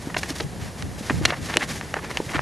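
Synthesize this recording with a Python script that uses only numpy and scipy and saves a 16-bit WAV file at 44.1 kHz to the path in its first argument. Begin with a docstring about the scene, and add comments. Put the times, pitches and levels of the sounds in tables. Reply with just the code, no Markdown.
"""A brush of paper, a soft flop, then crisp snaps: an old folded map is opened by hand, close up, outdoors.
Its creases buckle in short runs of clicks that ring the stiff sheet, and its panels flop, scrape and
slide over each other. Underneath, a light wind rumbles on the microphone over a faint outdoor hiss
and the ticking of the camera's motor."""
import sys
import numpy as np
from scipy import signal
from scipy.fft import rfft, irfft, next_fast_len
from scipy.io import wavfile
from scipy.ndimage import map_coordinates

SR = 44100
rng = np.random.default_rng(int(sys.argv[2]) if len(sys.argv) > 2 else 0)


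def int16_out(signal):
    """Quantize to a 16-bit WAV file."""
    q = np.round(np.clip(np.atleast_2d(signal).T, -1, 1) * 32767)
    wavfile.write(sys.argv[1], SR, q.astype(np.int16))


N = 106413


def amp(db):
    """Decibels to gain."""
    return 10 ** (np.asarray(db) / 20)


def unit(x):
    """Scale to rms 1."""
    return x / np.sqrt(np.mean(x ** 2) + 1e-20)


def hit(x, seconds=0.01):
    """Give a transient the energy of that many seconds at rms 1."""
    return x * np.sqrt(seconds * SR / (np.sum(x ** 2) + 1e-20))


def decay(t, t60):
    """An envelope that falls 60 dB in t60 seconds."""
    return amp(-60 * t / t60)


def along(points, hz):
    """Read a curve of (f/Hz, value) points on a log frequency axis."""
    freqs, values = np.transpose(points)
    return np.interp(np.log(hz + 1), np.log(freqs + 1), values)


def filtered(x, response):
    """Pass x through a complex frequency response."""
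    n = x.shape[-1]
    padded = next_fast_len(n + SR // 10)
    return irfft(rfft(x, padded) * response(np.fft.rfftfreq(padded, 1 / SR)), padded)[..., :n]


def equalize(x, curve):
    """Shape x with an EQ curve of (f/Hz, level/dB) points."""
    return filtered(x, lambda hz: amp(along(curve, hz)))


def resonate(x, hz, q):
    """A broad band-pass resonance."""
    return filtered(x, lambda f: 1j * f * hz / q / (hz * hz - f * f + 1j * f * hz / q))


def soften(x, hz):
    """A gentle low-pass, 12 dB per octave."""
    return filtered(x, lambda f: hz * hz / (hz * hz - f * f + 1j * np.sqrt(2) * f * hz))


def muffle(x, hz):
    """A steep low-pass, 24 dB per octave."""
    return signal.sosfilt(signal.butter(4, min(hz, SR / 2 - 1), fs=SR, output="sos"), x)


def add(track, start, x):
    """Mix x into the track at start seconds."""
    part = track[max(round(start * SR), 0):][:len(x)]
    part += x[:len(part)]


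def wobble(per_s):
    """A smooth random curve through per_s points a second."""
    points = rng.standard_normal(int(N * per_s / SR) + 4)
    return map_coordinates(points, [np.arange(N) * per_s / SR])


def stereo_noise(spectrum, correlation):
    """A noise bed of rms 1 that widens where left and right are less correlated."""
    def mid_side_gains(hz):
        width = np.arccos(np.clip(along(correlation, hz), -1, 1)) / 2
        return amp(along(spectrum, hz)) * [np.cos(width), np.sin(width)]
    mid, side = filtered(rng.standard_normal((2, N)), mid_side_gains)
    return unit(np.array([mid + side, mid - side]))


# Tone of the outdoor bed: f/Hz, level/dB
OUTDOOR_TONE = [(30, -15), (200, -1), (500, 3.5), (1000, -1), (2500, -10), (6000, -12.5), (10000, -15.5),
                (13000, -19.5)]
# Its stereo image: f/Hz, left-right correlation
OUTDOOR_IMAGE = [(200, 0.91), (4000, 1), (11000, 1), (12500, 0.49)]
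def outdoor_hiss(level_db=-41):
    """Open air: a faint, steady, nearly centred bed."""
    return amp(level_db) * stereo_noise(OUTDOOR_TONE, OUTDOOR_IMAGE)


# The motor's limping rhythm, looped: gap between ticks/clock steps
TICK_RHYTHM = [2, 2, 2, 3]
def camera_motor(clock_hz=60, tick_hz=1768, level_db=-39.5, width_s=0.0015, offset_s=0.015):
    """A small motor ticks faintly and shakes the two microphone ports in opposite directions."""
    out, t = np.zeros(N), np.arange(SR // 50) / SR
    tick = np.sin(2 * np.pi * tick_hz * t) * np.exp(-0.5 * ((t - t.mean()) / width_s) ** 2)
    steps = np.cumsum(np.resize(TICK_RHYTHM, N // (SR // 30)))
    levels_db = rng.normal(level_db, 0.88, len(steps))
    for centre, db in zip(offset_s + steps / clock_hz, levels_db):
        add(out, centre - t.mean(), amp(db) * tick)
    return np.array([out, -out])


# Tone of the wind's rumble: f/Hz, level/dB
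RUMBLE_TONE = [(20, -46), (40, -10.5), (68, -1.5), (110, -2.5), (160, -1), (250, -10), (450, -18),
               (1200, -43.5)]
# Its narrow image: f/Hz, left-right correlation
RUMBLE_IMAGE = [(60, 0.83), (160, 0.87), (400, 1)]
# Tone of a gust: f/Hz, level/dB
GUST_TONE = [(25, -20), (70, 1.5), (110, 3), (165, 2.5), (240, -5.5), (400, -14.5), (1500, -67)]
# Its image, wide above the deep bass: f/Hz, left-right correlation
GUST_IMAGE = [(50, 1), (130, 0.042)]
# Gusts on the microphone: centre t/s, width/s, level/dB
GUST_CUES = [(0.451, 0.014, -29), (.55, 0.024, -37.5), (.64, 0.032, -33.5), (0.848, 0.013, -28),
             (0.926, 0.047, -36), (1.16, 0.024, -25), (1.235, 0.026, -25.5), (1.419, 0.017, -31),
             (2.381, 0.017, -28.5)]
def wind(rumble_db=-36.5, buffet_db=1, pan_db=0.4):
    """Wind rumbles low on the microphone, and gusts buffet each port on its own."""
    t = np.arange(N) / SR
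    power = sum(amp(db) ** 2 * np.exp(-0.5 * ((t - centre) / width) ** 2)
                for centre, width, db in GUST_CUES)
    gusts = np.sqrt(power) * stereo_noise(GUST_TONE, GUST_IMAGE) * amp([[pan_db], [-pan_db]])
    rumble = amp(rumble_db + buffet_db * wobble(per_s=11.93)) * stereo_noise(RUMBLE_TONE, RUMBLE_IMAGE)
    return gusts + rumble


def friction(catches_per_s, rub, spread_db=2.5):
    """Paper fibres catch: tiny clicks of uneven size over a smooth rub."""
    sizes = amp(spread_db * np.minimum(rng.exponential(size=N), 4))
    clicks = (rng.random(N) < catches_per_s / SR) * sizes * rng.choice([-1, 1], N)
    return unit(unit(clicks) + rub * rng.standard_normal(N))


# Bright layer of a slide: f/Hz, level/dB
HISS_TONE = [(300, -14), (1500, 0), (3500, 2.5), (6200, 2), (10000, -4), (13000, -7.5)]
# Dark layer of a slide: f/Hz, level/dB
RUSTLE_TONE = [(100, -28), (250, 5.5), (600, -0.5), (1200, 0), (2200, -3), (3500, -14), (6000, -16),
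               (13000, -37)]
# Panels sliding on each other: t/s, length/s, hiss level/dB, rustle level/dB
SLIDE_CUES = [(0, 0.13, -47.5, -45), (0.162, 0.068, -36.5, -45.5), (0.224, 0.054, -40.5, -38.5),
              (0.273, 0.061, -36.5, -38), (0.336, 0.11, -40.5, -46.5), (0.596, 0.11, -44.5, -43),
              (0.768, 0.07, -44.5, -41), (0.975, 0.05, -42, -51), (1.023, 0.19, -41, -40),
              (1.216, 0.11, -40.5, -33), (1.294, 0.12, -51, -40.5), (1.41, 0.083, -38.5, -39.5),
              (1.468, 0.11, -41, -33), (1.588, 0.082, -40, -36), (1.669, 0.14, -38, -40),
              (1.806, 0.2, -50.5, -44.5), (2.015, 0.11, -62, -39.5), (2.093, 0.11, -43.5, -38),
              (2.189, 0.13, -46, -48), (2.298, 0.091, -41.5, -37.5), (2.35, 0.099, -68.5, -36.5)]
def slides(attack_s=0.019, release_s=0.034, crinkle_hz=1710, crinkle_db=-9):
    """Each stroke of paper on paper gives a smooth hiss and a grainy rustle with stray crinkles."""
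    t = np.arange(N) / SR
    hiss_power, rustle_power = np.zeros((2, N))
    for start, length, hiss_db, rustle_db in SLIDE_CUES:
        stroke = np.clip(np.minimum((t - start) / attack_s, (start + length - t) / release_s), 0, 1)
        hiss_power += stroke * amp(hiss_db) ** 2
        rustle_power += stroke * amp(rustle_db) ** 2
    hiss = unit(equalize(friction(catches_per_s=2000, rub=1), HISS_TONE))
    rustle = unit(equalize(friction(catches_per_s=2000, rub=0.52), RUSTLE_TONE))
    crinkles = resonate(friction(catches_per_s=170, rub=0), crinkle_hz, q=0.5)
    rustle += amp(crinkle_db) * unit(soften(crinkles, 2 * crinkle_hz))
    grip = wobble(per_s=64)  # unsteady grip makes both layers flutter together
    hiss *= np.sqrt(hiss_power) * amp(2.1 * grip)
    rustle *= np.sqrt(rustle_power) * amp(2.76 * grip)
    return hiss + rustle


# Edges scraping across a panel: t/s, length/s, level/dB, f/Hz
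SCRAPE_CUES = [(1.094, 0.0094, -17.5, 1570), (1.106, 0.014, -32, 1400), (1.287, 0.026, -33.5, 1910),
               (1.321, 0.0237, -25, 1310), (1.492, 0.02, -27.5, 1820), (1.604, 0.03, -23.5, 1790),
               (1.943, 0.0562, -33, 1390), (2.285, 0.0176, -32.5, 1820), (2.333, 0.038, -22.5, 1600),
               (2.346, 0.016, -24.5, 1820)]
def scrapes(swell_share=0.843):
    """An edge drags over a panel; the catching swells for most of the stroke, then lets go."""
    out, t = np.zeros(N), np.arange(N) / SR
    for start, length, db, hz in SCRAPE_CUES:
        stroke = np.interp((t - start) / length, [0, swell_share, 1], [0, 1, 0]) ** 0.506
        rasp = resonate(friction(catches_per_s=1800, rub=0.11), hz, q=1)
        out += amp(db) * stroke * unit(soften(rasp, 1.23 * hz))
    return out


# Panels flopping over: t/s, level/dB, f/Hz, t60/s
FLOP_CUES = [(0.0715, -26.5, 272, 0.044), (.305, -25.5, 283, 0.05), (0.405, -26, 455, 0.056),
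             (1.009, -30, 240, 0.025), (1.1045, -19, 262, 0.05), (1.127, -23.5, 104, 0.22),
             (1.212, -24.5, 310, 0.046), (1.5606, -24, 272, 0.023), (1.569, -21.5, 329, 0.044),
             (2.202, -22, 354, 0.01), (2.348, -25, 307, 0.075)]
def flops(attack_s=0.0008, sag_share=0.12, sag_s=0.016, roughness=0.6):
    """A panel pops over and pushes the air: a few low, uneven cycles that sag in pitch."""
    out, t = np.zeros(N), np.arange(SR // 10) / SR
    for start, db, hz, t60 in FLOP_CUES:
        pitch = hz * (1 + sag_share * (np.exp(-t / sag_s) - 0.5))
        flutter = unit(soften(resonate(rng.standard_normal(len(t)), hz, q=1), 2 * hz))
        swing = np.sin(2 * np.pi * np.cumsum(pitch) / SR) + roughness * flutter
        envelope = (1 - np.exp(-t / attack_s)) * decay(t, t60)
        add(out, start, amp(db) * hit(swing * envelope))
    return out


# Hollow ring of the stiff panel: f/Hz, level/dB
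PANEL_MODES = [(1020, -3), (1830, -0.5), (2830, 1.5), (4240, 4)]
def snap_tail(t, shiver_db=-9.5, modes_db=-12.5, echo_db=-21, detune_share=0.018):
    """The sheet shivers and rings, its modes detuned by bending; the surroundings echo faintly."""
    shiver, echo = rng.standard_normal((2, len(t)))
    shiver = soften(shiver * decay(t, t60=0.026), hz=4550)  # paper damps the highs
    echo *= decay(t, t60=0.058)
    bends = 1 + detune_share * rng.standard_normal(len(PANEL_MODES))
    modes = sum(amp(db) * np.sin(2 * np.pi * hz * bend * t) for (hz, db), bend in zip(PANEL_MODES, bends))
    modes *= decay(t, t60=0.037)
    return amp(shiver_db) * hit(shiver) + amp(modes_db) * hit(modes) + amp(echo_db) * hit(echo)


def disperse(x, bass_lag_s=0.000622, corner_hz=4950):
    """Bending waves in the sheet carry the treble faster than the bass."""
    return filtered(x, lambda hz: np.exp(-2j * np.pi * bass_lag_s * corner_hz
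                                         * (1 - np.exp(-hz / corner_hz))))


# Creases buckling: t/s, level/dB, f/Hz, run length/s, treble edge/dB, panel body/dB
# Edge and body are relative to the snap's main band.
SNAP_CUES = [(.0995, -36.5, 1370, 0.004, -16, 0), (0.144, -29, 1800, 0.0033, -14, -5.5),
             (0.165, -20.5, 1120, 0.0032, -22, -4), (0.168, -26, 2440, 0.0019, -21, -16),
             (.232, -27, 1610, 0.0035, -6, -13), (0.3037, -42, 3020, 0.0022, 9, 2),
             (0.401, -29, 1450, 0.00383, -16, -2.5), (0.4043, -29.5, 3180, .003, -20, -8),
             (0.8235, -38, 1900, 0.0013, 1, -8), (1.0974, -22, 1450, 0.003, -24, -20),
             (1.1067, -27, 1480, 0.00042, -32, -9), (1.2523, -19, 1950, 0.0017, -2.5, -6),
             (1.2552, -21, 2950, 0.0021, 0, -4), (1.304, -26.5, 2680, 0.0031, -35.5, -3),
             (1.3225, -27, 1100, 0.00165, -28, 2), (1.5398, -27.5, 2210, 0.0028, -17, -9),
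             (1.5605, -36, 1990, 0.0007, -23.5, 2), (1.5699, -14.5, 3050, .0004, -7.5, -10),
             (1.8114, -33, 2110, 0.00093, -18.5, -6.5), (1.9405, -26, 1650, 0.0016, -12, -1.5),
             (1.9661, -19, 850, 0.0047, -31, -1.5), (2.0451, -37.5, 1500, 0.0037, -5.5, 1),
             (2.1049, -31, 1115, 0.0018, -16, -3), (2.1718, -24.5, 2450, 0.0011, -8.5, -10),
             (2.2024, -25.5, 670, 0.00054, -31, -9), (2.381, -33, 1500, 0.0034, -32.5, -1),
             (2.392, -20, 1280, 0.0003, -54, -14)]
def creases(slips=4, slip_size=0.43, full_run_s=0.0036, edge_hz=5400, body_hz=558):
    """A crease gives way with a click, small slips and a last click; longer runs ring the sheet more."""
    out, t = np.zeros(N), np.arange(SR // 10) / SR
    for start, db, hz, run_s, edge_db, body_db in SNAP_CUES:
        reach = min(run_s / full_run_s, 1)  # at 1 the whole sheet rings
        clicks = np.zeros(len(t))
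        clicks[0] = 1
        clicks[int(run_s * SR)] += reach
        slip_sizes = slip_size * rng.standard_normal(slips)
        clicks[(rng.random(slips) * run_s * SR).astype(int)] += slip_sizes
        force = hit(clicks) + np.sqrt(reach) * snap_tail(t)
        snap = hit(muffle(resonate(force, hz, q=1.1), 1.72 * hz))
        treble = resonate(force, edge_hz, q=0.61)
        edge = hit(soften(resonate(treble, edge_hz, q=0.75), edge_hz))
        body = hit(muffle(resonate(force, body_hz, q=0.42), 3 * body_hz))
        add(out, start, amp(db) * (snap - amp(edge_db) * edge - amp(body_db) * body))
    return out


def scene():
    """The map sits dead centre, in open air."""
    paper = disperse(creases()) + scrapes() + flops() + slides()
    return paper + wind() + camera_motor() + outdoor_hiss()


# Colour of the microphone: f/Hz, level/dB
MIC_EQ = [(900, -0.5), (1350, -3.5), (1830, 2), (2400, -0.5), (7000, 0.5), (8400, -2), (9800, 1.5),
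          (12500, -3)]
def record(dry, ceiling=0.95, knee=6, top_hz=12900):
    """Microphone colour, a soft limit that rounds off the loudest snaps, then a brick-wall low-pass."""
    coloured = equalize(dry, MIC_EQ)
    rounded = coloured / (1 + np.abs(coloured / ceiling) ** knee) ** (1 / knee)
    return filtered(rounded, lambda hz: 1 / np.sqrt(1 + (hz / top_hz) ** 200))


dry = scene()
out = record(dry)
int16_out(out)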